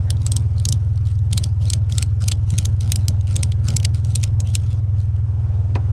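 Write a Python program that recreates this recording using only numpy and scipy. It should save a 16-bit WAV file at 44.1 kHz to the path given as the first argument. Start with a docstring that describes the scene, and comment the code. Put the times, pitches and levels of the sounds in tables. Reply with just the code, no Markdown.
"""Outdoors, close beside a truck bed: a ratchet strap is cranked tight while the truck idles.
The idle is a stack of exhaust harmonics over rumble and engine-bay hiss; webbing and glove rub as coloured noise.
The steel pawl snaps as shaped noise through frame resonances, each tooth jolts the load, and the load booms dully.
Short fuzzy tones of narrow noise give a rustle, handle clunks, and zips and creaks of the strap.
Once the cranking is over, something knocks once near the tailgate: a light touch, a weight and a panel rumble."""
import sys
import numpy as np
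from scipy import signal
from scipy.fft import rfft, irfft, next_fast_len
from scipy.io import wavfile
from scipy.ndimage import uniform_filter1d, map_coordinates

SR = 44100
rng = np.random.default_rng(int(sys.argv[2]) if len(sys.argv) > 2 else 0)


def inscribe(sig):
    """Save sig as 16-bit PCM at rate SR to the path in sys.argv[1].

    A 1-D sig is mono; a 2-D sig holds one channel per row.
    Samples are clipped to [-1, 1] before scaling.
    """
    pcm = np.round(np.clip(np.atleast_2d(sig).T, -1, 1) * 32767)
    wavfile.write(sys.argv[1], SR, pcm.astype(np.int16))


N = 261072  # samples

# Engine cycle rate: (t/s, f/Hz)
CYCLE_RATE = [(0.0, 19.29), (0.2, 19.56), (0.4, 19.78), (1.3, 19.78), (1.6, 19.66), (1.95, 20.07),
              (2.15, 19.54), (2.4, 19.82), (3.3, 19.57), (3.6, 20.05), (3.9, 20.34), (4.25, 20.56),
              (4.5, 19.76), (4.8, 19.9), (5.3, 19.68), (5.92, 19.8)]
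# Exhaust harmonics, levels against one another: (multiple of the cycle rate, level/dB)
EXHAUST_HARMONICS = [(1, -50), (2, -15.5), (3, -10.5), (4, 1), (5, 4.5), (6, 0), (7, -25.5), (8, -33),
                     (9, -45), (10, -25), (11, -35.5), (12, -49), (15, -33.5)]
# Lope, repeating every third throb, on the same scale: (multiple of a third of the cycle rate, level/dB)
LOPE_HARMONICS = [(14, -26.5), (16, -20), (17, -10), (22, -23)]
EXHAUST_DB = -17.5  # harmonics and lope together
# Colour of the low engine rumble: (f/Hz, level/dB per Hz)
RUMBLE_COLOUR = [(12, -14.5), (40, -8), (70, -3.5), (105, -5), (135, -9.5), (200, -28), (700, -120)]
# Engine bay and street, rising at the end as the listener steps back from the truck's side: (t/s, level/dB)
BAY_LEVEL = [(0, -45), (1.1, -49.5), (2.8, -47.5), (3.6, -46.5), (4.9, -49), (5.92, -44)]
# Colour of engine bay and street: (f/Hz, level/dB per Hz)
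BAY_COLOUR = [(150, -22.5), (200, -3), (300, -5.5), (500, -10), (810, -13.5), (1100, -18.5), (1450, -20.5),
              (1900, -27), (3100, -30), (4200, -37), (6200, -36), (7600, -40.5), (8700, -35.5),
              (9400, -46.5), (10600, -47.5), (12000, -72.5), (15000, -74.5)]

# Swings of the handle: (start t/s, length/s, webbing rub level/dB, load rumble level/dB)
HANDLE_SWINGS = [(0.015, .09, -63, -46), (0.184, 0.22, -54.5, -33), (0.551, 0.19, -57.5, -40),
                 (1.05, 0.067, -54, -49), (1.296, 0.16, -49, -35), (1.594, 0.13, -48, -35),
                 (1.887, .14, -45.5, -34), (2.197, 0.11, -47, -38.5), (2.459, 0.18, -48, -44),
                 (2.808, 0.099, -48, -32.5), (2.97, 0.11, -54, -39), (3.275, 0.19, -49.5, -31.5),
                 (3.63, 0.11, -46.5, -36.5), (3.936, 0.026, -46, -38), (4.036, 0.22, -49.5, -36.5),
                 (4.44, 0.12, -51.5, -39), (4.602, 0.14, -54.5, -41.5), (4.96, 0.069, -59.5, -49)]
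# A swing takes hold, presses harder and eases off
GRIP_S, TIGHTEN_DB, EASE_T60_S = .015, 0.5, 0.23
# Colour of webbing sliding on the spool and glove on the handle: (f/Hz, level/dB per Hz)
RUB_COLOUR = [(590, -28), (1000, -8), (1150, -10), (1370, 3.5), (1610, -17.5), (1780, -7.5), (3180, -1),
              (3480, -3), (5920, -2.5), (7600, -8.5), (8320, -2), (11500, -16.5), (15000, -34.5)]
# Glove rustling on the handle, faint once the hand lets go: (t/s, level/dB)
GLOVE_LEVEL = [(0, -62.5), (2.4, -66.5), (3.2, -62), (4.8, -72), (5.3, -72.5)]
# The webbing gives after each tooth: level against the snap's middle register, and decay
GIVE_DB, GIVE_T60_S = -28.5, 0.15
# The weave slips in tiny catches: mean rate, spread of their size, and smooth hiss against them
CATCHES_PER_S, CATCH_SPREAD_DB, HISS_DB = 380, 4.5, -1

# Hard tugs at which the sheet-metal load shifts: (t/s, level/dB)
LOAD_TUGS = [(.73, -37), (1.64, -30), (1.74, -27.5), (2.22, -27.5), (2.52, -28), (2.67, -33), (2.97, -30),
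             (3.08, -26), (3.68, -21), (3.98, -37), (4.39, -28), (4.7, -38)]
# Colour of the tugged sheet-metal load: (f/Hz, level/dB per Hz)
BOOM_COLOUR = [(40, -30), (75, -7.5), (115, -1.5), (135, -2), (150, 2), (180, -9.5), (215, -10),
               (270, -18.5), (400, -27.5), (560, -25), (1000, -37), (2000, -60.5), (6000, -120)]
# The load's boom: rise, ring time, and level of the boom that each tooth sets off
BOOM_RISE_S, BOOM_T60_S, TOOTH_BOOM_DB = 0.011, 0.35, -31

# Short fuzzy tones: a rustle, handle clunks, and zips and creaks of the strap:
# (t/s, length/s, start f/Hz, end f/Hz, level at the middle/dB)
FUZZY_TONES = [(0.031, 0.1, 1720, 1710, -52), (1.653, 0.052, 4000, 4170, -41),
               (2.201, 0.037, 1420, 1310, -42.5), (3.258, 0.081, 2900, 2620, -50.5),
               (3.619, 0.14, 1420, 1358, -45.5), (4.436, .075, 2600, 3390, -46.5),
               (4.48, 0.078, 3300, 3530, -55), (4.602, 0.2, 3400, 3390, -59.5)]

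# Pawl snaps: (t/s, low register level/dB, middle level/dB, top level/dB,
#              favoured ring f/Hz, chatter/ms, scrape level against the blow/dB)
PAWL_SNAPS = [(0.1046, -23, -25, -26, 3230, 0.88, -20.5), (0.265, -29.5, -19, -33.5, 7720, 0.6, -22),
              (0.319, -26, -19, -30.5, 8360, 0.9, -17), (0.3655, -27, -18.5, -30.5, 8200, 1.4, -15),
              (0.6532, -24, -17, -31, 6760, 2.6, -28), (0.6881, -29.5, -16, -30.5, 6900, 1, -22),
              (0.7247, -24, -19.5, -28, 6010, 1.4, -21.5), (1.3303, -23.5, -23.5, -29.5, 3760, 1.4, -16),
              (1.3776, -21.5, -21.5, -27, 4220, 1.3, -13), (1.4396, -26, -23, -37, 4930, 1.3, -12),
              (1.7012, -24, -17.5, -32.0, 7700, 1.2, -22), (1.734, -21.5, -19, -29, 7440, 2.5, -23.5),
              (1.9816, -21, -18.5, -30.5, 4050, 2.1, -34), (2.0254, -23.0, -21, -27.5, 8200, 1.9, -15),
              (2.2829, -24, -19, -24.5, 6140, 2.8, -10), (2.3192, -21, -22.5, -34, 3300, 0.92, -5),
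              (2.5843, -23.5, -18.5, -27, 6630, 3.6, -7), (2.6545, -24.5, -22, -28.5, 6330, 1.5, -9.5),
              (2.9195, -21, -16.5, -22, 6270.0, 1.2, -28), (2.9587, -26, -22.5, -26.3, 5270, 1.5, -25.5),
              (3.0828, -23, -18.5, -26.5, 6270, 0.69, -36), (3.364, -24, -18.5, -29.5, 8250, 0.87, -22),
              (3.4319, -23.5, -18, -30.5, 5490, 0.88, -14), (3.6848, -29, -23.5, -39, 5680, 1.1, -16),
              (3.765, -26, -15.5, -26.5, 7660, 4.1, -15.5), (3.8488, -20, -20, -32, 3230, 4.9, -14),
              (4.1568, -24, -17, -27, 8600, 1.5, -6.5), (4.2378, -24.5, -21.5, -29.5, 9400, 1.4, -12),
              (4.4031, -35, -25.5, -40, 7700, 0.51, -21), (4.5523, -20.5, -16.5, -25, 3200, 1.4, -21)]
# Clearest ticks of the loose handle and spool: (t/s, level of the loudest 2 ms/dB, favoured ring f/Hz)
LOOSE_TICKS = [(0.169, -42.5, 3650), (0.218, -40.5, 2950), (0.582, -37, 3970), (0.599, -34, 3870),
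               (0.958, -47.5, 5700), (0.976, -43.5, 3700), (1.07, -41.5, 3810), (1.19, -47, 3600),
               (1.655, -35.5, 5150), (1.923, -26, 3420), (2.221, -32, 5350), (2.24, -33, 4140),
               (2.504, -28.5, 8460), (2.808, -29.5, 6190), (3.21, -41, 6400), (3.271, -39, 3040),
               (3.357, -27.5, 6500), (3.52, -30, 3460), (3.704, -28, 5000), (3.8, -30.5, 3040),
               (3.83, -33, 2480), (3.946, -35, 4930), (4.048, -34.5, 8600), (4.231, -26.5, 8600),
               (4.473, -38, 3170), (5.003, -47.5, 4000), (5.164, -50.5, 3140)]
# Colour of the steel frame: (f/Hz, level/dB per Hz)
STEEL_COLOUR = [(600, -28), (1200, -16.5), (1800, -13.5), (2400, -6.5), (3200, -1.5), (5000, 0), (8500, -3),
                (9500, -11.5), (10500, -11.5), (12500, -17.5), (15000, -32), (16500, -50)]
# Resonances of frame and handle, before each blow's random change: (f/Hz, half-width/Hz, level/dB)
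FRAME_RESONANCES = [(2376, 320, 1), (3300, 260, 1.5), (3970, 130, 2.5), (4420, 130, 2.5), (5700, 280, 0.5),
                    (6400, 330, 0.5), (6960, 190, -3), (7400, 250, 3), (8760, 320, 5.5), (10120, 290, 4.5),
                    (12000, 410, -3.5)]
# Boost of the frame's lowest ring: it fills out as the strap tightens, then drops back: (t/s, level/dB)
LOW_RING_BOOST = [(0, -10.5), (2.5, 0.5), (3.8, 5.5), (4.5, 0.5)]
LOW_RING_HZ, LOW_RING_WIDTH_HZ = 2380, 540
# Fainter random ticks in each swing: rate, level over the rub, spread of level, typical ring
RATTLE_PER_S, RATTLE_DB, RATTLE_SPREAD_DB, RATTLE_HZ = 10, 7.5, 1, 4040
# Colour of the jolt down the strap: (f/Hz, level/dB per Hz)
JOLT_COLOUR = [(120, -12.0), (220, -1.5), (550, 0), (1000, -6.0), (1500, -18.0), (2500, -23), (6000, -120)]

# The knock, its parts set against this level: (t/s, level/dB)
TAILGATE_KNOCK = (5.752, -27)
# Colours of its first touch, its full weight and its panels: (f/Hz, level/dB per Hz)
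TOUCH_COLOUR = [(500, -27), (2200, 6), (4500, 3), (9000, -14), (13000, -42)]
WEIGHT_COLOUR = [(150, -8), (235, 7.5), (380, -0.5), (470, 0), (570, -8.5), (820, 0), (1300, -15),
                 (1900, -13), (2700, -15), (3400, -35), (4000, -24), (6000, -35), (10000, -42),
                 (13000, -65)]
PANEL_COLOUR = [(150, -11), (260, -2), (450, -4), (900, -8), (2000, -29), (5000, -68)]

TOP_HZ = 15800  # upper band limit at the microphone


def amp(db):
    """Amplitude factor of a level in dB."""
    return 10 ** (np.asarray(db) / 20)


def unit(x):
    """x scaled to rms 1."""
    return x / np.sqrt(np.mean(x ** 2) + 1e-20)


def along(points, hz):
    """(f/Hz, value) points interpolated on a log frequency axis."""
    f, v = np.transpose(points)
    return np.interp(np.log(hz + 1), np.log(f + 1), v)


def curve(rows):
    """(t/s, value) rows as one value per sample."""
    return np.interp(np.arange(N) / SR, *np.transpose(rows))


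def wobble(rate):
    """A smooth random curve, rate knots a second."""
    knots = rng.standard_normal(int(N * rate / SR) + 4)
    return map_coordinates(knots, [np.arange(N) * rate / SR])


def filtered(x, response):
    """x with its spectrum multiplied by a response of frequency."""
    m = next_fast_len(2 * len(x))
    return irfft(rfft(x, m) * response(np.fft.rfftfreq(m, 1 / SR)), m)[:len(x)]


def noise(response, size):
    """Noise of rms 1 with the given gain over frequency."""
    spectrum = rfft(rng.standard_normal(size))
    return unit(irfft(spectrum * response(np.fft.rfftfreq(size, 1 / SR)), size))


def coloured(points, size=N):
    """Noise of rms 1 with a (f/Hz, level/dB) colour."""
    return noise(lambda hz: amp(along(points, hz)), size)


def patchy(x, depth_db, order, count):
    """x at rms 1 with random patches of gain, order frequency bins wide and count frames long."""
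    z = signal.stft(x, nperseg=512)[2]
    field = uniform_filter1d(rng.standard_normal(z.shape), order, axis=0)
    field = uniform_filter1d(field, count, axis=1)
    return unit(signal.istft(z * amp(depth_db * unit(field)), nperseg=512)[1][:N])


def add(track, s, sound):
    """Mix a sound into the track at time s."""
    part = track[max(round(s * SR), 0):][:len(sound)]
    part += sound[:len(part)]


def swing(s, length):
    """Effort over one swing of the handle: take hold, press ever harder, ease off."""
    t = np.arange(N) / SR - s
    pressure_db = TIGHTEN_DB * (np.clip(t / length, 0, 1) - .5)
    ease_db = -60 * np.maximum(t - length, 0) / EASE_T60_S
    return np.clip(t / GRIP_S, 0, 1) * amp(pressure_db + ease_db)


def surges(events, rise_s, t60):
    """Joint strength of (t/s, level/dB) surges that rise quickly and die away, summed in power."""
    power, t = np.zeros(N), np.arange(SR // 2) / SR
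    for s, db in events:
        decay = amp(db - 60 * np.maximum(t - rise_s, 0) / t60)
        add(power, s, (np.minimum(t / rise_s, 1) * decay) ** 2)
    return np.sqrt(power)


def engine():
    """An uneven idle: exhaust harmonics throb with a slower lope, and the engine bay hisses in step."""
    turn = 2 * np.pi * (np.cumsum(curve(CYCLE_RATE)) / SR - .07)

    def harmonics(rows, spread_db, level_rate, jitter, jitter_rate):
        # the pipe shifts the harmonics on both sides of its resonance, which evens the throb into a drone
        total = 0
        for k, db in rows:
            phase = k * turn + np.pi / 3 * abs(k - 5)
            total = total + amp(db + spread_db * wobble(level_rate)) * np.cos(phase + jitter * wobble(jitter_rate))
        return total

    # cycles differ a little in strength and timing, the weak harmonics most
    strong = harmonics(EXHAUST_HARMONICS[3:6], .8, 12, .07, 16)
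    weak = harmonics(EXHAUST_HARMONICS[:3] + EXHAUST_HARMONICS[6:], 2.2, 8, .26, 9)
    lope = sum(amp(db + 2 * wobble(4)) * np.cos(k * turn / 3 + .5 * wobble(4)) for k, db in LOPE_HARMONICS)
    exhaust = amp(EXHAUST_DB) * unit(strong + weak + lope)
    rumble = amp(-35.5) * coloured(RUMBLE_COLOUR)
    bay_db = curve(BAY_LEVEL) + 0.95 * np.cos(turn) + 0.86 * wobble(25)
    bay = amp(bay_db) * patchy(coloured(BAY_COLOUR), depth_db=1.5, order=4, count=20)
    return exhaust + rumble + bay


def webbing():
    """On swings and after teeth the weave slips in tiny catches over a shifting hiss; the glove rustles too."""
    caught = rng.random(N) < CATCHES_PER_S / SR
    size = amp(CATCH_SPREAD_DB * rng.standard_normal(N))
    catches = caught * size * np.sign(rng.standard_normal(N))
    grains = unit(filtered(catches, lambda hz: amp(along(RUB_COLOUR, hz))))
    slide = patchy(grains + amp(HISS_DB) * coloured(RUB_COLOUR), depth_db=3.5, order=6, count=7)
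    grip_db = 2 * wobble(130)  # the glove sticks and slides
    pull = np.linalg.norm([amp(db) * swing(s, length) for s, length, db, _ in HANDLE_SWINGS], axis=0)
    gives = [(s, middle_db + GIVE_DB) for s, _, middle_db, *_ in PAWL_SNAPS]
    give = surges(gives, rise_s=0.0052, t60=GIVE_T60_S)
    effort = np.linalg.norm([pull, give, amp(curve(GLOVE_LEVEL))], axis=0)
    return effort * amp(grip_db) * slide


def load():
    """Swings, teeth and tugs shake the sheet metal under the strap, with a shifting mix of panel resonances."""
    strain = [amp(db) * swing(s, length) for s, length, _, db in HANDLE_SWINGS]
    tooth_booms = [(s, TOOTH_BOOM_DB) for s, *_ in PAWL_SNAPS]
    booms = surges(LOAD_TUGS + tooth_booms, BOOM_RISE_S, BOOM_T60_S)
    metal = patchy(coloured(BOOM_COLOUR), depth_db=2.5, order=3, count=12)
    return np.linalg.norm(strain + [booms], axis=0) * metal


def fuzzy_tones():
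    """A rustle, handle clunks, zips and creaks: low noise moved up to a gliding pitch, swelling and fading."""
    out = np.zeros(N)
    for s, length, start_hz, end_hz, db in FUZZY_TONES:
        u = np.linspace(0, 1, max(round(length * SR), 64))
        fuzz = noise(lambda hz: 1 / (1 + (hz / 220) ** 2), len(u))
        glide_hz = start_hz + (end_hz - start_hz) * u
        tone = unit(fuzz * np.sin(2 * np.pi * np.cumsum(glide_hz) / SR))
        add(out, s, amp(db) * np.sin(np.pi * u) ** 2 * tone)
    return out


def snap(t, ring_hz, chatter_ms, ring_db, scrape_db, tail_db):
    """Steel on steel at t = 0: a short scrape, a chattering blow, and a ring that the taut webbing damps."""
    after = np.maximum(t, 0)
    blow = amp(-60 * np.maximum(after - chatter_ms / 1000, 0) / .011)
    ring = amp(tail_db - 60 * after / 0.044) + amp(-29 - 60 * after / .07)
    rattle = amp(3 * unit(uniform_filter1d(rng.standard_normal(len(t)), size=SR // 500)))
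    scrape = amp(scrape_db) * np.exp(-((t + .0025) / .002) ** 2)
    strength = np.where(t < 0, scrape, np.hypot(blow, ring * rattle))
    # each tooth meets the pawl at another spot and favours other resonances of the frame
    peaks = [(hz, width, db + 3.8 * rng.standard_normal()) for hz, width, db in FRAME_RESONANCES]
    peaks.append((ring_hz, 300, ring_db))

    def frame(hz):
        peaks_db = sum(db / (1 + ((hz - centre) / width) ** 2) for centre, width, db in peaks)
        return amp(along(STEEL_COLOUR, hz) + peaks_db)

    return strength * noise(frame, len(t))


def sized(x, db):
    """x scaled so that its loudest two milliseconds have the given rms level."""
    return amp(db) * x / np.sqrt(np.max(uniform_filter1d(x ** 2, size=SR // 500)))


def rattles():
    """Random faint ticks during the swings, at most eight in each, as (t/s, level/dB, ring f/Hz)."""
    ticks = []
    for s, length, rub_db, _ in HANDLE_SWINGS:
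        waits = np.cumsum(rng.exponential(size=8)) / RATTLE_PER_S
        for wait, size, pitch in zip(waits, *rng.standard_normal((2, 8))):
            if wait < length:
                db = rub_db + RATTLE_DB + RATTLE_SPREAD_DB * size
                ticks.append((s + wait, db, RATTLE_HZ * np.exp(.3 * pitch)))
    return ticks


def ratchet():
    """The pawl snaps over teeth, its low ring varying with tension; loose parts tick through the same frame."""
    out, lead = np.zeros(N), .012  # s of room for the scrape before each blow
    t = np.arange(SR // 8) / SR - lead

    def below(hz, edge_hz):
        return 1 / (1 + (hz / edge_hz) ** 16)

    registers = [lambda hz: below(hz, 5000),
                 lambda hz: below(hz, 9500) - below(hz, 5000),
                 lambda hz: 1 - below(hz, 9500)]

    def tensioned(x, s):
        boost_db = np.interp(s, *np.transpose(LOW_RING_BOOST))
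        return filtered(x, lambda hz: amp(boost_db * np.exp(-((hz - LOW_RING_HZ) / LOW_RING_WIDTH_HZ) ** 2)))

    for s, low_db, middle_db, top_db, ring_hz, chatter_ms, scrape_db in PAWL_SNAPS:
        click = tensioned(snap(t, ring_hz, chatter_ms, ring_db=9.0, scrape_db=scrape_db, tail_db=-15.5), s)
        for register, db in zip(registers, (low_db, middle_db, top_db)):
            add(out, s - lead, sized(filtered(click, register), db))
    for s, db, ring_hz in LOOSE_TICKS + rattles():
        tick = tensioned(snap(t, ring_hz, chatter_ms=1.2, ring_db=10, scrape_db=-16.5, tail_db=-15.5), s)
        add(out, s - lead, sized(tick, db))
    return out


def jolts():
    """Each tooth that catches sends a short, dull jolt down the strap into the load."""
    out, t = np.zeros(N), np.arange(SR // 16) / SR
    for s, _, middle_db, *_ in PAWL_SNAPS:
        thud = coloured(JOLT_COLOUR, size=len(t))
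        add(out, s, amp(middle_db - 25.5 - 60 * t / 0.036) * thud)
    return out


def knock():
    """A dull knock: a light first touch, then the full weight lands and the panels rumble on."""
    out, t = np.zeros(N), np.arange(SR // 5) / SR
    s, db = TAILGATE_KNOCK
    touch = amp(-8 - 60 * t / 0.034) * coloured(TOUCH_COLOUR, size=len(t))
    weight = (1 - np.exp(-t / 0.0014)) * amp(-60 * t / 0.059) * coloured(WEIGHT_COLOUR, size=len(t))
    panels = amp(-60 * t / 0.18) * coloured(PANEL_COLOUR, size=len(t))
    add(out, s, amp(db) * touch)
    add(out, s + .003, amp(db + 10.5) * weight)
    add(out, s + .008, amp(db - 3.0) * panels)
    return out


def scene():
    """One microphone in the open air, everything close: the sources add up with no reverberation."""
    return (engine() + webbing() + load() + fuzzy_tones() + ratchet() + jolts() + knock())[None]


def record(dry):
    """A few milliseconds of fade at both ends avoid clicks where the steady idle is cut; the band ends at TOP_HZ."""
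    faded = dry * curve([(0, 0), (.004, 1), (N / SR - .008, 1), (N / SR, 0)])
    return np.array([filtered(x, lambda hz: 1 / (1 + (hz / TOP_HZ) ** 80)) for x in faded])


dry = scene()
out = record(dry)
inscribe(out)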